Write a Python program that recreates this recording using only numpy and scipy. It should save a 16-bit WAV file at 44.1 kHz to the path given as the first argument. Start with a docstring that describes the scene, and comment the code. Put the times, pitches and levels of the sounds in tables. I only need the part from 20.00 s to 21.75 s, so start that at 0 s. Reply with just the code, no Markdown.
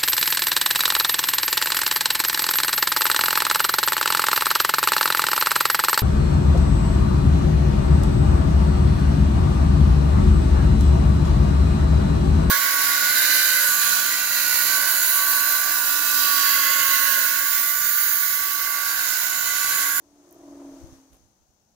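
"""A model glider swoops low over the microphone in an open field and glides away.
Air passing its edges sings three low tones that beat together, sink in pitch and fade in and out
against their echo off the ground, inside a whoosh and a hiss. Its wake and puffs of air bump the
microphone's two openings (ports). There are a few tiny ticks, a short rustle and faint wind."""
import sys
import numpy as np
from scipy import signal
from scipy.fft import rfft, irfft
from scipy.io import wavfile
from scipy.ndimage import uniform_filter1d, map_coordinates

SR = 44100
rng = np.random.default_rng(int(sys.argv[2]) if len(sys.argv) > 2 else 0)


def wav_out(sig):
    """Save sig, one row per channel (or a flat mono array), as 16-bit PCM at SR to the path in sys.argv[1]."""
    wavfile.write(sys.argv[1], SR, np.round(np.clip(np.atleast_2d(sig).T, -1, 1) * 32767).astype(np.int16))


N = 77175
T = np.arange(N) / SR

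# The low, middle and high tone in Hz, before motion bends their pitch.
EDGE_TONES_HZ = [278.5, 320.5, 344.5]
# How loud each part of the glider is, before the echo. Each row: time in seconds, level in dB.
LOW_TONE_LEVEL = [(0, -72), (.1, -65.5), (.2, -55), (.4, -54.5), (.5, -48.5), (.7, -44.5), (.8, -46.5),
                  (.95, -52), (1.05, -63), (1.2, -77), (1.35, -90), (1.75, -105)]
MIDDLE_TONE_LEVEL = [(0, -68.5), (.3, -62.5), (.45, -60.5), (.7, -59.5), (.85, -61), (1.05, -63),
                     (1.2, -90), (1.75, -100)]
HIGH_TONE_LEVEL = [(0, -72.5), (.25, -61.5), (.47, -62), (.61, -50), (.73, -61.5), (.85, -54.5), (1.0, -67),
                   (1.17, -74), (1.4, -86.5), (1.75, -100)]
OVERTONE_LEVEL = [(0, -71.5), (.2, -71), (.35, -63.5), (.52, -53.5), (.65, -55), (.8, -58), (.93, -69),
                  (1.2, -89), (1.75, -100)]
WHOOSH_LEVEL = [(0, -69.5), (.17, -66.5), (.33, -61), (.5, -55), (.62, -52.5), (.78, -55.5), (.92, -59),
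                (1.05, -68), (1.25, -77), (1.45, -89), (1.75, -99)]
HISS_LEVEL = [(0, -73), (.2, -67), (.45, -63.5), (.65, -61.5), (.8, -59), (.89, -60.5), (.95, -59.5),
              (1.04, -66.5), (1.2, -69.5), (1.4, -78), (1.75, -88)]
# The glider's direction. Each row: time in seconds, how late the left port hears it in milliseconds.
LEFT_LAG = [(0, .07), (.3, .15), (.7, -.03), (1.05, .12), (1.3, .25)]
# Air hitting the ports. Each row: middle and half-length in seconds, left and right level in dB.
WAKE_SLAPS = [(.8425, .0022, -35, -63), (.928, 0.0021, -69, -39)]
AIR_PUFFS = [(0.533, 0.049, -63, -66), (.75, .04, -66, -65), (0.831, 0.016, -47, -62),
             (.875, 0.027, -53, -52), (0.963, 0.034, -64, -59.5), (1.135, 0.017, -62, -53),
             (1.23, 0.034, -72, -58.5), (1.42, 0.016, -88, -65), (1.502, 0.011, -87, -63.5)]
# Tiny snaps. Each row: start in seconds, peak in dB before panning, ringing pitch in Hz.
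TICKS = [(.291, -52, 9000), (0.31, -40, 13500), (.3266, -36.5, 13300), (0.3293, -53, 13200),
         (0.332, -49, 12400), (.345, -46, 13000), (.355, -54, 13000), (0.39, -52, 10000)]
# The mix of bass and treble in each noise. Each row: frequency in Hz, relative strength in dB.
WHOOSH_COLOUR = [(60, -8), (130, -7.5), (200, -6.5), (300, -4.5), (400, 1.5), (480, -4), (570, 0),
                 (680, -6.5), (780, -5), (1000, -8), (1300, -14.5), (1700, -20.5), (2300, -24),
                 (5000, -39.5), (16000, -60)]
HISS_COLOUR = [(60, -5), (400, 7.5), (900, 10.5), (1400, 5.5), (1900, 5), (2500, 1.5), (3300, 2), (4500, 0),
               (7000, -2), (8600, 3), (11000, -1.5), (16000, -2.5)]
PUFF_COLOUR = [(25, -0.5), (45, 4.5), (70, 3.5), (100, 1), (160, -11), (250, -23), (500, -41), (2000, -76),
               (16000, -94)]
RUSTLE_COLOUR = [(60, 4), (150, 11), (400, 10), (800, 17.5), (1300, 8.5), (1900, 1), (2800, 5),
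                 (6000, -8.5), (10500, 8), (16000, -1.5)]
BACKGROUND_COLOUR = [(25, -1.5), (70, 6), (130, -0.5), (220, 3.5), (330, -5.5), (600, -4), (800, -1),
                     (1100, -12), (1600, -13.5), (2100, -17.5), (3200, -17), (6500, -18.5), (9000, -20),
                     (16000, -19.5)]
# How alike a noise is at the two ports. Each row: frequency in Hz, likeness from 0 to 1.
NEAR_LIKENESS = [(40, 0.9), (200, 0.73), (400, 0.82), (700, 0.86), (1300, 0.12), (2400, 0.1), (4400, 0.03),
                 (16000, 0)]
BACKGROUND_LIKENESS = [(30, 0.012), (120, 0.81), (250, 0.82), (700, 0.31), (1500, 0), (3000, 0),
                       (16000, 0.17)]
# The treble ring of the left port. Each row: frequency in Hz, boost in dB.
LEFT_PORT_RING = [(900, 0), (1300, 3), (2000, -1.5), (3200, 0), (4300, 5.5), (5200, 9), (6300, 17.5),
                  (7100, 10.5), (8200, 1.5), (9500, -0.5), (16000, 0)]

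PASS_S, PASS_WIDTH_S, DOPPLER_SHARE = .67, .31, .045   # middle, half-length and depth of the pitch fall
WAVER_HZ, WAVER_DB, WAVER_RADIANS = 20.6, .97, .12   # unsteadiness of each tone
OVERHEAD_S, OVERHEAD_WIDTH_S, ECHO_LAG_S = .61, .42, .0065   # time, half-length and size of the peak lag


def glider():
    """Air flowing past the glider makes three tones, their overtones, a whoosh and a hiss of the wings."""
    clock = glider_clock()
    voices = [edge_tone(clock, hz) for hz in EDGE_TONES_HZ]
    levels = (LOW_TONE_LEVEL, MIDDLE_TONE_LEVEL, HIGH_TONE_LEVEL)
    tones = sum(level(rows) * rms_one(voice.real) for rows, voice in zip(levels, voices))
    flow = rms_one(sum(voices))   # its size rises and falls as the tones beat
    rush = whoosh(clock, flow) + overtones(flow)
    hiss = level(HISS_LEVEL) * air(HISS_COLOUR, NEAR_LIKENESS)
    return over_ground([tones, tones], echo_share=.69) + over_ground(rush + hiss, echo_share=.1)


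def glider_clock():
    """The glider's time as heard: fast as it nears, slow as it leaves, so the pitch falls (Doppler)."""
    since_pass = T - PASS_S
    return np.cumsum(1 - DOPPLER_SHARE * since_pass / np.hypot(since_pass, PASS_WIDTH_S)) / SR


def edge_tone(clock, hz):
    """Swirls of air peel off an edge at a regular rate: a clean tone that wavers slightly."""
    loudness = from_db(WAVER_DB * drift(WAVER_HZ))
    phase = 2 * np.pi * hz * clock + WAVER_RADIANS * drift(WAVER_HZ)
    return loudness * np.exp(1j * phase)


def whoosh(clock, flow, throb_share=.2):
    """Rushing air that sinks in pitch with the tones and throbs with their beats."""
    noise = air(WHOOSH_COLOUR, NEAR_LIKENESS, size=2 * N)
    sinking = np.array([map_coordinates(side, [clock * SR], order=3) for side in noise])
    throb = 1 + throb_share * (np.abs(flow) - 1)
    return level(WHOOSH_LEVEL) * rms_one(sinking * throb)


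def overtones(flow, triple_db=-14, waver_db=2.5, waver_hz=30.2):
    """The tones mix into higher ones, near twice and three times their pitch."""
    turn = flow / (np.abs(flow) + 1e-6)   # multiplying by this adds the pitch once more
    double = rms_one((flow * turn).real)
    triple = from_db(triple_db) * rms_one((flow * turn * turn).real)
    waver = from_db(waver_db * drift(waver_hz))
    return level(OVERTONE_LEVEL) * rms_one((double + triple) * waver)


def over_ground(sound, echo_share):
    """Add the bounce off the ground, which lags most overhead; one port hears both a little later."""
    echo_lag_s = ECHO_LAG_S * OVERHEAD_WIDTH_S / np.hypot(T - OVERHEAD_S, OVERHEAD_WIDTH_S)
    left, right = (side + echo_share * delayed(side, echo_lag_s) for side in sound)
    left_lag_s = np.interp(T, *np.transpose(LEFT_LAG)) / 1000
    return np.array([delayed(left, left_lag_s), right])


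def wake_slaps():
    """Swirls behind the glider cross the ports: a quick swing of pressure, opposite on the two sides."""
    out = np.zeros((2, N))
    for s, half_s, left_db, right_db in WAKE_SLAPS:
        swing = (s - T) / half_s * swell(s, half_s) * np.exp(.5)   # peaks at 1
        out += from_db([[left_db], [right_db]]) * swing
    return out * [[-1], [1]]


def puffs():
    """Low bumps of moving air, different at each port."""
    push = sum(swell(s, half_s) * from_db([[left], [right]]) for s, half_s, left, right in AIR_PUFFS)
    rumble = air(PUFF_COLOUR, likeness=[(20, 0), (20000, 0)])
    power = uniform_filter1d(rumble ** 2, 1300)
    return push * rumble / np.sqrt(power + 1e-12)   # even out the rumble's own ups and downs


def ticks(rasp_db=-12, decay_s=.0005, width_hz=3300, pan_db=2.5):
    """Very short, bright snaps with a faint rasp, a little to the right."""
    out = np.zeros((2, N))
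    for s, db, hz in TICKS:
        fade = (T >= s) * np.exp(-np.abs(T - s) / decay_s)
        burst = from_db(rasp_db) * fade * rng.standard_normal((2, N))
        burst[:, int(s * SR)] += 1   # the click itself
        snap = resonance(resonance(burst, hz, width_hz), hz, 2 * width_hz)
        out += from_db(db) * snap / np.abs(snap).max(axis=1, keepdims=True)
    return out * from_db([[-pan_db], [pan_db]])


def rustle(db=-60.5, grain_db=4):
    """A short, grainy brush of noise near the microphone."""
    grains = rms_one(from_db(grain_db * drift(hz=150)))
    return from_db(db) * swell(s=1.147, half_s=.02) * grains * air(RUSTLE_COLOUR, NEAR_LIKENESS)


def background(db=-68):
    """Distant wind and steady microphone hiss."""
    return from_db(db) * air(BACKGROUND_COLOUR, BACKGROUND_LIKENESS)


def air(colour, likeness, size=N):
    """Stereo noise of a given colour and left-right likeness, with average power 1."""
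    hz = np.arange(size // 2 + 1) * SR / size
    shared, opposed = rfft(rng.standard_normal((2, size)))
    alike = np.clip(at_hz(likeness, hz), 0, 1)
    both = np.sqrt(1 + alike) * shared + np.sqrt(1 - alike) * opposed * [[1], [-1]]
    return rms_one(irfft(both * from_db(at_hz(colour, hz)) * (hz > 20), size))


def from_db(db):
    """Turn decibels into a number to multiply by."""
    return 10 ** (np.asarray(db) / 20)


def rms_one(x):
    """Scale a signal to an average power of 1."""
    return x / np.sqrt(np.mean(np.abs(x) ** 2) + 1e-20)


def level(rows):
    """Join rows of seconds and dB into a volume curve."""
    return from_db(np.interp(T, *np.transpose(rows)))


def at_hz(rows, hz):
    """Read between a table's rows, giving each octave equal room."""
    row_hz, value = np.transpose(rows)
    return np.interp(np.log(hz + 1), np.log(row_hz), value)


def swell(s, half_s):
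    """A bell-shaped rise and fall."""
    return np.exp(-.5 * ((T - s) / half_s) ** 2)


def drift(hz):
    """A smooth random wobble of about size 1, mostly slower than hz."""
    low_pass = signal.butter(2, hz, fs=SR, output="sos")
    return rms_one(signal.sosfilt(low_pass, rng.standard_normal(N + SR))[SR:])


def resonance(x, hz, width_hz):
    """Make a sound ring around one pitch."""
    r = np.exp(-np.pi * width_hz / SR)
    feedback = [1, -2 * r * np.cos(2 * np.pi * hz / SR), r * r]
    return signal.lfilter(np.array([1, 0, -1]) * (1 - r * r) / 2, feedback, x + 1e-18)


def delayed(x, lag_s):
    """Play a sound late by a changing lag."""
    return map_coordinates(x, [(T - lag_s) * SR], order=3, mode="nearest")


def scene():
    """The glider and the small near sounds over the quiet field."""
    return glider() + wake_slaps() + puffs() + rustle() + ticks() + background()


def record(dry, cutoff_hz=15750):
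    """The left port rings in the treble; the very highest sounds are cut on both sides."""
    hz = np.arange(N + 1) * SR / (2 * N)
    left = irfft(rfft(dry[0], 2 * N) * from_db(at_hz(LEFT_PORT_RING, hz)))[:N]
    low_pass = signal.firwin(301, cutoff_hz, fs=SR, window="blackman")
    return np.array([np.convolve(side, low_pass, "same") for side in (left, dry[1])])


dry = scene()
out = record(dry)
wav_out(out)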